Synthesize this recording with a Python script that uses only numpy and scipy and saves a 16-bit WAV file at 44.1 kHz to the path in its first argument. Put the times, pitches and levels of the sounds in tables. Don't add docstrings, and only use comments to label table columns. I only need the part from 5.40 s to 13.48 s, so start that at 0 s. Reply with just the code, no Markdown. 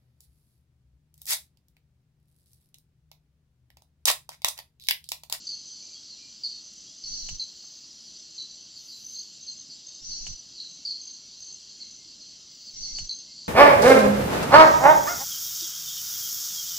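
import sys
import numpy as np
from scipy import signal
from scipy.fft import rfft, irfft, next_fast_len
from scipy.io import wavfile
from scipy.ndimage import uniform_filter1d, map_coordinates

SR = 44100
rng = np.random.default_rng(int(sys.argv[2]) if len(sys.argv) > 2 else 0)


def put_to_file(sound):
    columns = np.atleast_2d(sound).T
    safe = np.clip(columns, -1, 1)
    whole_steps = np.round(safe * 32767)
    wavfile.write(sys.argv[1], SR, whole_steps.astype(np.int16))


N = 356328
T = np.arange(N) / SR
SHOT_SIZE, LEAD_S = SR // 2, 0.3


def amp(db):
    return 10 ** (np.asarray(db) / 20)


def unit(x):
    return x / np.sqrt(np.mean(x ** 2) + 1e-20)


def along(points, hz):
    f, values = np.transpose(points)
    return np.interp(np.log(hz + 1), np.log(f + 1), values)


def curves(rows, t):
    times, *columns = np.transpose(rows)
    return [np.interp(t, times, column) for column in columns]


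def wobble(rate):
    return map_coordinates(rng.standard_normal(int(N * rate / SR) + 4), [T * rate])


def filtered(x, response):
    size = next_fast_len(x.shape[-1] + 8192)
    return irfft(rfft(x, size) * response(np.fft.rfftfreq(size, 1 / SR)), size)[..., :x.shape[-1]]


def resonances(modes):
    return lambda f: sum((-1) ** k * amp(db) * 1j * f * width / (hz * hz - f * f + 1j * f * width)
                         for k, (hz, width, db) in enumerate(modes))


def band(size, hz, width_hz):
    return unit(filtered(rng.standard_normal(size), lambda f: np.exp(-((f - hz) / width_hz) ** 2 * 2)))


def warble(size, hz, width_hz):
    start_phase = rng.random() * 2 * np.pi
    pitch = hz + width_hz * wobble(60)[:size]
    return unit(np.sin(start_phase + 2 * np.pi * np.cumsum(pitch) / SR))


def swell(size, edge):
    u = np.linspace(0, 1, size)
    return np.sin(np.pi / 2 * np.clip(np.minimum(u, 1 - u) / edge, 0, 1))


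def echo(x, t60):
    t = np.arange(SR // 2) / SR
    tail = rng.standard_normal(len(t)) * amp(-60 * t / t60)
    return signal.fftconvolve(x, tail / np.linalg.norm(tail))


def add(track, s, x):
    part = track[..., round(s * SR):][..., :x.shape[-1]]
    part += x[..., :part.shape[-1]]


def rush(spectrum, patchy_db):
    # f/Hz, correlation
    likeness = [(30, 0.91), (120, 0.99), (300, 1), (600, 0.98), (1500, 0.99), (2500, 1), (8500, 1),
                (9500, 0.615), (15000, 0.43)]

    def mid_and_side(hz):
        angle = np.arccos(np.clip(along(likeness, hz), -1, 1)) / 2
        return amp(along(spectrum, hz)) * [np.cos(angle), np.sin(angle)]

    cells = signal.stft(rng.standard_normal((2, N)), nperseg=512)[2]
    patches = uniform_filter1d(rng.standard_normal(cells.shape[1:]), 3, axis=0)
    patches = uniform_filter1d(patches, 14, axis=1)
    pair = signal.istft(cells * amp(patchy_db * unit(patches)), nperseg=512)[1][:, :N]
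    mid, side = filtered(pair, mid_and_side)
    return unit(np.array([mid + side, mid - side]))


def forest():
    # t/s, frog level/dB, chorus level/dB
    drift = [(0, -51, -48), (1, -59.5, -49), (4, -60.5, -49.5), (8.08, -55, -49.5)]
    # f/Hz, relative density/dB
    chorus_spectrum = [(1180, -41.5), (2000, -25), (2490, -22.5), (2810, -14), (3500, -15), (4310, 3),
                       (5140, -3), (5370, -10), (5980, 1), (6330, -2.5), (6570, -12), (7310, -6),
                       (7840, -15), (8290, -60.5), (9000, -47), (11700, -67), (19800, -120)]
    # f/Hz, relative density/dB
    air_spectrum = [(20, -120), (30, -13.5), (50, -2.5), (62, -7), (90, -6.5), (200, -1.5), (330, -4),
                    (450, -13), (620, -16), (1500, -19), (3000, -25.5), (8500, -28.5), (15700, -33.5)]
    frogs_db, chorus_db = curves(drift, T)
    far_frogs = amp(frogs_db + 4.1 * wobble(13)) * band(N, 4530, width_hz=480)
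    chorus = amp(chorus_db) * rush(chorus_spectrum, patchy_db=2)
    air = amp(-65) * rush(air_spectrum, patchy_db=1.5)
    return far_frogs + chorus + air


def far_singers():
    # f/Hz, width/Hz, level/dB
    singers = [(609, 41, -81.5), (2774, 150, -73), (3049, 57, -71), (3269, 58, -69.5), (3523, 50, -74),
               (5340, 22, -69), (5640, 24, -65.5), (5807, 62, -61.5), (7013, 150, -65.5)]
    out = np.zeros(N)
    for hz, width_hz, db in singers:
        level = amp(db + 1.1 * wobble(4.6))
        out += level * 0.7 * (warble(N, hz, width_hz / 2) + band(N, hz, width_hz))
    return out


def steady_cricket():
    groups = (1 + 0.3 * np.sin(2 * np.pi * 20 * T)) * (1 + 0.32 * np.sin(2 * np.pi * 45 * T))
    tone = band(N, 5030, width_hz=28) + 1.1 * warble(N, 5097, width_hz=11)
    return unit(groups * tone) * amp(-58.5 + 0.63 * wobble(1.8))


def cricket_trills():
    # t/s, f/Hz, level/dB
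    near = [(0.047, 6230, -45.5), (0.19, 6160, -49.5), (0.411, 6240, -50), (1.035, 6110, -52.5),
            (1.2, 6220, -54), (1.37, 6140, -55), (1.557, 6240, -48), (1.9, 6264, -46), (2.246, 6254, -47.5),
            (2.67, 6120, -53), (2.9, 6180, -51), (3.33, 6200, -61), (3.62, 6150, -48), (3.687, 6323, -44),
            (4.001, 6250, -48), (4.09, 6270, -46), (4.46, 6305, -45), (4.89, 6000, -50.5),
            (5.27, 6250, -53), (5.608, 6294, -43), (6, 6280, -45.5), (6.16, 6200, -57), (6.44, 6140, -50.5),
            (6.78, 6180, -53), (7.664, 6310, -45.5)]
    trill_s, strokes_per_s, far_count = 0.154, 51, 20
    far = zip(rng.uniform(0, N / SR, far_count),
              rng.normal(6190, 44, far_count),
              rng.normal(-56.5, 2.5, far_count))
    out, t = np.zeros(N), T[:round(trill_s * SR)]
    for start, hz, db in [*near, *far]:
        blur = amp(min(-2 + 0.83 * (-46 - db), 5))
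        strokes = np.clip(0.7 - np.cos(2 * np.pi * rng.normal(strokes_per_s, 0.41) * t), 0, 1.3)
        tone = np.sin(2 * np.pi * hz * t) + blur * band(len(t), hz, width_hz=110)
        trill = amp(db) * swell(len(t), edge=0.1) * unit(strokes * tone) / np.hypot(1, blur)
        add(out, start, trill)
        add(out, start, blur * echo(trill, t60=0.24))
    return out


def frogs():
    # t/s, level/dB, held f/Hz, echo over the peep/dB
    peeps = [(0.069, -28, 4350, 0), (0.091, -27.5, 4337, 0.5), (0.287, -47, 4220, 8), (0.53, -41, 4385, 5),
             (0.7, -40, 4240, 4.5), (1.035, -24, 4335, 5.5), (1.638, -30, 4280, 2.5),
             (1.719, -34.5, 4250, 5.5), (1.8, -42, 4060, 9), (1.996, -23.5, 4094, -2.5),
             (2.668, -51.5, 4100, 12), (2.743, -46.5, 4430, 7), (2.979, -30.5, 4010, 5),
             (3.355, -44, 4350, 7), (3.48, -40, 4423, 7.5), (3.512, -42.5, 4050, 8.5),
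             (3.741, -39, 4220, 6), (3.785, -31.5, 4306, 2), (4.071, -37, 4207, 9), (4.298, -40, 4410, 4.5),
             (4.707, -34, 4200, 4.5), (5.152, -41.5, 4360, 6), (5.179, -38, 3955, 6),
             (5.201, -31.5, 4004, 1), (5.25, -43.5, 3980, 8), (5.451, -25, 4350, 2), (5.475, -28, 4390, -1),
             (5.506, -25, 4197, 1), (5.672, -40.5, 4240, 6), (6.02, -43.5, 4295, 8), (6.07, -44, 4140, 7),
             (6.402, -37, 4100, 7), (6.806, -43.5, 4160, 8), (7.263, -41.5, 4415, 7.5),
             (7.423, -34.5, 4320, 7), (7.549, -29.5, 4375, 4), (7.693, -23.5, 4110, -2)]
    peep_s, peep_t60, trunk_delay_s = 0.038, 0.11, 0.019
    out, t = np.zeros(N), T[:round(peep_s * SR)]
    flip_hz = 190 * (1 - np.tanh((t - 0.006) / 0.0015))
    for s, db, hz, echo_db in peeps:
        phase = 2 * np.pi * np.cumsum(hz + flip_hz) / SR
        rise_s = 0.001 * amp(1.16 * echo_db)
        envelope = np.clip(t / rise_s, 0, 1) * swell(len(t), edge=0.023) * amp(-60 * t / peep_t60)
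        peep = envelope * (np.sin(phase) + amp(-43) * np.sin(2 * phase))
        trunk_db = db - 5 + min(echo_db, 5.5)
        add(out, s, amp(db) * peep)
        add(out, s + trunk_delay_s, amp(trunk_db) * peep)
        add(out, s + 0.003, amp(db + echo_db) * echo(peep, t60=0.42))
    return out


def whistles():
    # t/s, length/s, f/Hz, level/dB before the direct and echo gains
    notes = [(0.415, 0.11, 2373, -61.5), (0.547, 0.045, 3280, -48), (0.78, 0.11, 2385, -62),
             (1.475, 0.021, 3290, -49), (5.38, 0.072, 2200, -71), (5.8, 0.087, 2220, -69),
             (6.39, .07, 2170, -65), (6.56, .08, 2116, -68), (7.058, 0.097, 2120, -71),
             (7.327, 0.081, 2130, -66), (7.452, 0.11, 2130, -67), (7.87, .09, 2120, -68)]
    out = np.zeros(N)
    for start, length, hz, db in notes:
        t = T[:round(length * SR)]
        tone = np.sin(2 * np.pi * hz * t) + 0.5 * band(len(t), hz, width_hz=89)
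        note = amp(db) * swell(len(t), edge=0.22) * unit(tone)
        add(out, start, 0.48 * note)
        add(out, start, 0.38 * echo(note, t60=0.4))
    return out


def katydid_rasps():
    # start t/s, end t/s, centre f/Hz, width/Hz, level/dB before the direct and echo gains
    rasps = [(0.97, 1.117, 15500, 700, -77.5), (1.633, 1.7, 13600, 900, -83),
             (1.756, 1.94, 15300, 900, -72.5), (1.947, 2.502, 14500, 2510, -80.5),
             (2.465, 2.74, 10500, 2200, -78.5), (3.33, 3.832, 12300, 4560, -66.5),
             (3.682, 3.9, 13100, 700, -80), (7.072, 7.354, 15500, 890, -75)]
    out = np.zeros(N)
    throb = 1 - 0.2 * np.cos(2 * np.pi * 10 * T)
    for start, end, hz, width_hz, db in rasps:
        size = round((end - start) * SR)
        add(out, start, amp(db) * swell(size, edge=0.3) * throb[:size] * band(size, hz, width_hz))
    return 0.63 * out + 0.85 * echo(out, t60=0.5)[:N]


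def cricket_pips():
    # t/s, level/dB before the direct and echo gains
    runs = [(1.02, -61), (4.43, -61.5)]
    hz, pips_per_s = 3700, 27
    out, t = np.zeros(N), T[:round(5 / pips_per_s * SR)]
    strokes = np.clip(0.2 - np.cos(2 * np.pi * pips_per_s * t), 0, 1)
    for start, db in runs:
        tone = np.sin(2 * np.pi * hz * t) + 0.3 * band(len(t), hz, width_hz=58)
        pips = amp(db) * unit(strokes * tone)
        add(out, start, 0.85 * pips)
        add(out, start, 0.6 * echo(pips, t60=0.14))
    return out


def leaf_ticks():
    # t/s, starting level/dB
    ticks = [(1.337, -57), (5.862, -61.5), (6.0033, -61)]
    out, size, t60 = np.zeros(N), 300, 0.006
    for s, db in ticks:
        add(out, s, amp(db - 60 * T[:size] / t60) * band(size, 12000, width_hz=6000))
    return out


def lens_motor():
    # t/s from release, whirr level/dB, gear level/dB
    drive = [(-.28, -81, -94), (-.22, -43, -86), (-.17, -41.5, -41.5), (-.1, -39.5, -44),
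             (-.04, -39.5, -53), (0.071, -40.5, -59), (.13, -91, -99)]
    # f/Hz, relative density/dB before the stereo mix
    spectrum = [(59, -48), (100, -8), (183, -7.5), (430, -29), (780, -24.5), (1200, -34), (2150, -38.5),
                (3710, -28.5), (4480, -4), (5210, -24.5), (5520, -7), (6180, -4), (6500, -13.5),
                (9000, -63.5), (11700, -96), (19800, -120)]
    # start t/s, end t/s (both from release), f/Hz, level/dB
    whines = [(-.26, -0.03, 5590, -44), (-.22, -.07, 6218, -45), (-.16, -.075, 4322, -55),
              (.035, .07, 5705, -50)]
    whirr_db, gear_db = curves(drive, T[:SHOT_SIZE] - LEAD_S)
    mid, side = filtered(rng.standard_normal((2, SHOT_SIZE)), lambda hz: amp(along(spectrum, hz)))
    mid = filtered(mid, lambda hz: np.where(hz < 1500, 0.35, 0.9))
    whirr = amp(whirr_db) * unit(np.array([mid + side, mid - side]))
    gears = amp(gear_db) * band((2, SHOT_SIZE), 4660, width_hz=260)
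    out = whirr + gears
    for start, end, hz, db in whines:
        size = round((end - start) * SR)
        tones = np.array([warble(size, hz, width_hz=14) for _ in range(2)])
        add(out, LEAD_S + start, amp(db) * swell(size, edge=0.2) * tones)
    return out


def body_shake():
    # t/s from release, level/dB, rattle gain over the sway/dB, length/s
    jolts = [(-.25, -51, 1, .115), (-.185, -40, -7.5, 0.13), (-.065, -37, -13.5, .1),
             (.022, -36.5, 1.5, .085)]
    # f/Hz, relative level/dB, t60/s, right over left/dB
    modes = [(42, -6, 0.23, 4.5), (85, -5.5, 0.12, 9), (121.3, -8, 0.1, 10.5), (171, -11.5, 0.093, 8.5)]
    t = T[:SR // 5]

    def ring(hz, db, t60, right_db, right_lag_rad=0):
        envelope = amp(db - 60 * t / t60 + np.c_[[0, right_db]])
        return envelope * np.sin(2 * np.pi * hz * t - np.c_[[0, right_lag_rad]])

    sway = ring(hz=21.4, db=0, t60=0.35, right_db=4.5, right_lag_rad=0.54)
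    rattle = sum(ring(*mode) for mode in modes)
    out = np.zeros((2, SHOT_SIZE))
    for s, db, rattle_db, length in jolts:
        size = round(length * SR)
        motion = sway + amp(rattle_db) * rattle
        add(out, LEAD_S + s, amp(db) * swell(size, edge=0.14) * motion[:, :size])
    return out


def shutter_clicks():
    # t/s from release, knock gain/dB, snap gain/dB
    clacks = [(-.022, -8, -14), (-.003, -18, -11), (.002, 15.5, -11), (.006, -7, -2), (.011, -18, -6),
              (0.06, -16, -9.5), (0.066, -6, -13)]
    # f/Hz, width/Hz, gain/dB
    housing = [(800, 400, -13.5), (1350, 200, -15), (2890, 280, 5)]
    # f/Hz, width/Hz, gain/dB
    latch = [(5900, 1100, 9), (7900, 830, 0)]
    size, blow_t60, scrape_t60 = 1200, 0.0005, 0.013
    out, t = np.zeros((2, SHOT_SIZE)), T[:size]
    for s, knock_db, snap_db in clacks:
        blow = amp(-60 * t / blow_t60) * (0.7 + 0.3 * rng.standard_normal((2, size)))
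        grit = rng.standard_normal(size) + rng.standard_normal((2, size))
        scrape = 0.6 * amp(-60 * t / scrape_t60) * grit
        add(out, LEAD_S + s, amp(knock_db) * filtered(blow, resonances(housing)))
        add(out, LEAD_S + s, amp(snap_db) * filtered(scrape, resonances(latch)))
    out = filtered(out, lambda f: amp(-27) + 1 / (1 + (f / 8200) ** 10))
    return out + amp(-3) * np.array([echo(side, t60=0.11)[:SHOT_SIZE] for side in out])


def camera():
    # t/s, click gain/dB
    shots = [(1.8877, -23.5), (4.866, -24), (7.585, -23)]
    motor, shake, clicks = lens_motor(), body_shake(), shutter_clicks()
    out = np.zeros((2, N))
    for s, db in shots:
        add(out, s - LEAD_S, motor + shake + amp(db) * clicks)
    return out


def litter_taps():
    # t/s, starting level/dB
    taps = [(2.24, -58), (5.241, -62)]
    out, size, t60 = np.zeros(N), 900, 0.041
    for s, db in taps:
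        add(out, s, amp(db - 60 * T[:size] / t60) * band(size, 1230, width_hz=1100))
    return out


def slow_katydid():
    beats_per_s = 4.99
    spell = np.exp(-((T - 3.65) / 1.14) ** 6)
    beats = spell * np.clip(np.cos(2 * np.pi * beats_per_s * (T - 3.55)), 0, 1)
    return amp(-57.5) * beats ** 1.1 * band(N, 7293, width_hz=320)


def scene():
    centre = far_singers() + steady_cricket() + cricket_trills() + frogs() + whistles()
    centre += katydid_rasps() + cricket_pips() + leaf_ticks() + litter_taps() + slow_katydid()
    return forest() + centre + camera()


def record(dry):
    top_hz = 15730
    return filtered(dry, lambda hz: hz < top_hz)


dry = scene()
out = record(dry)
put_to_file(out)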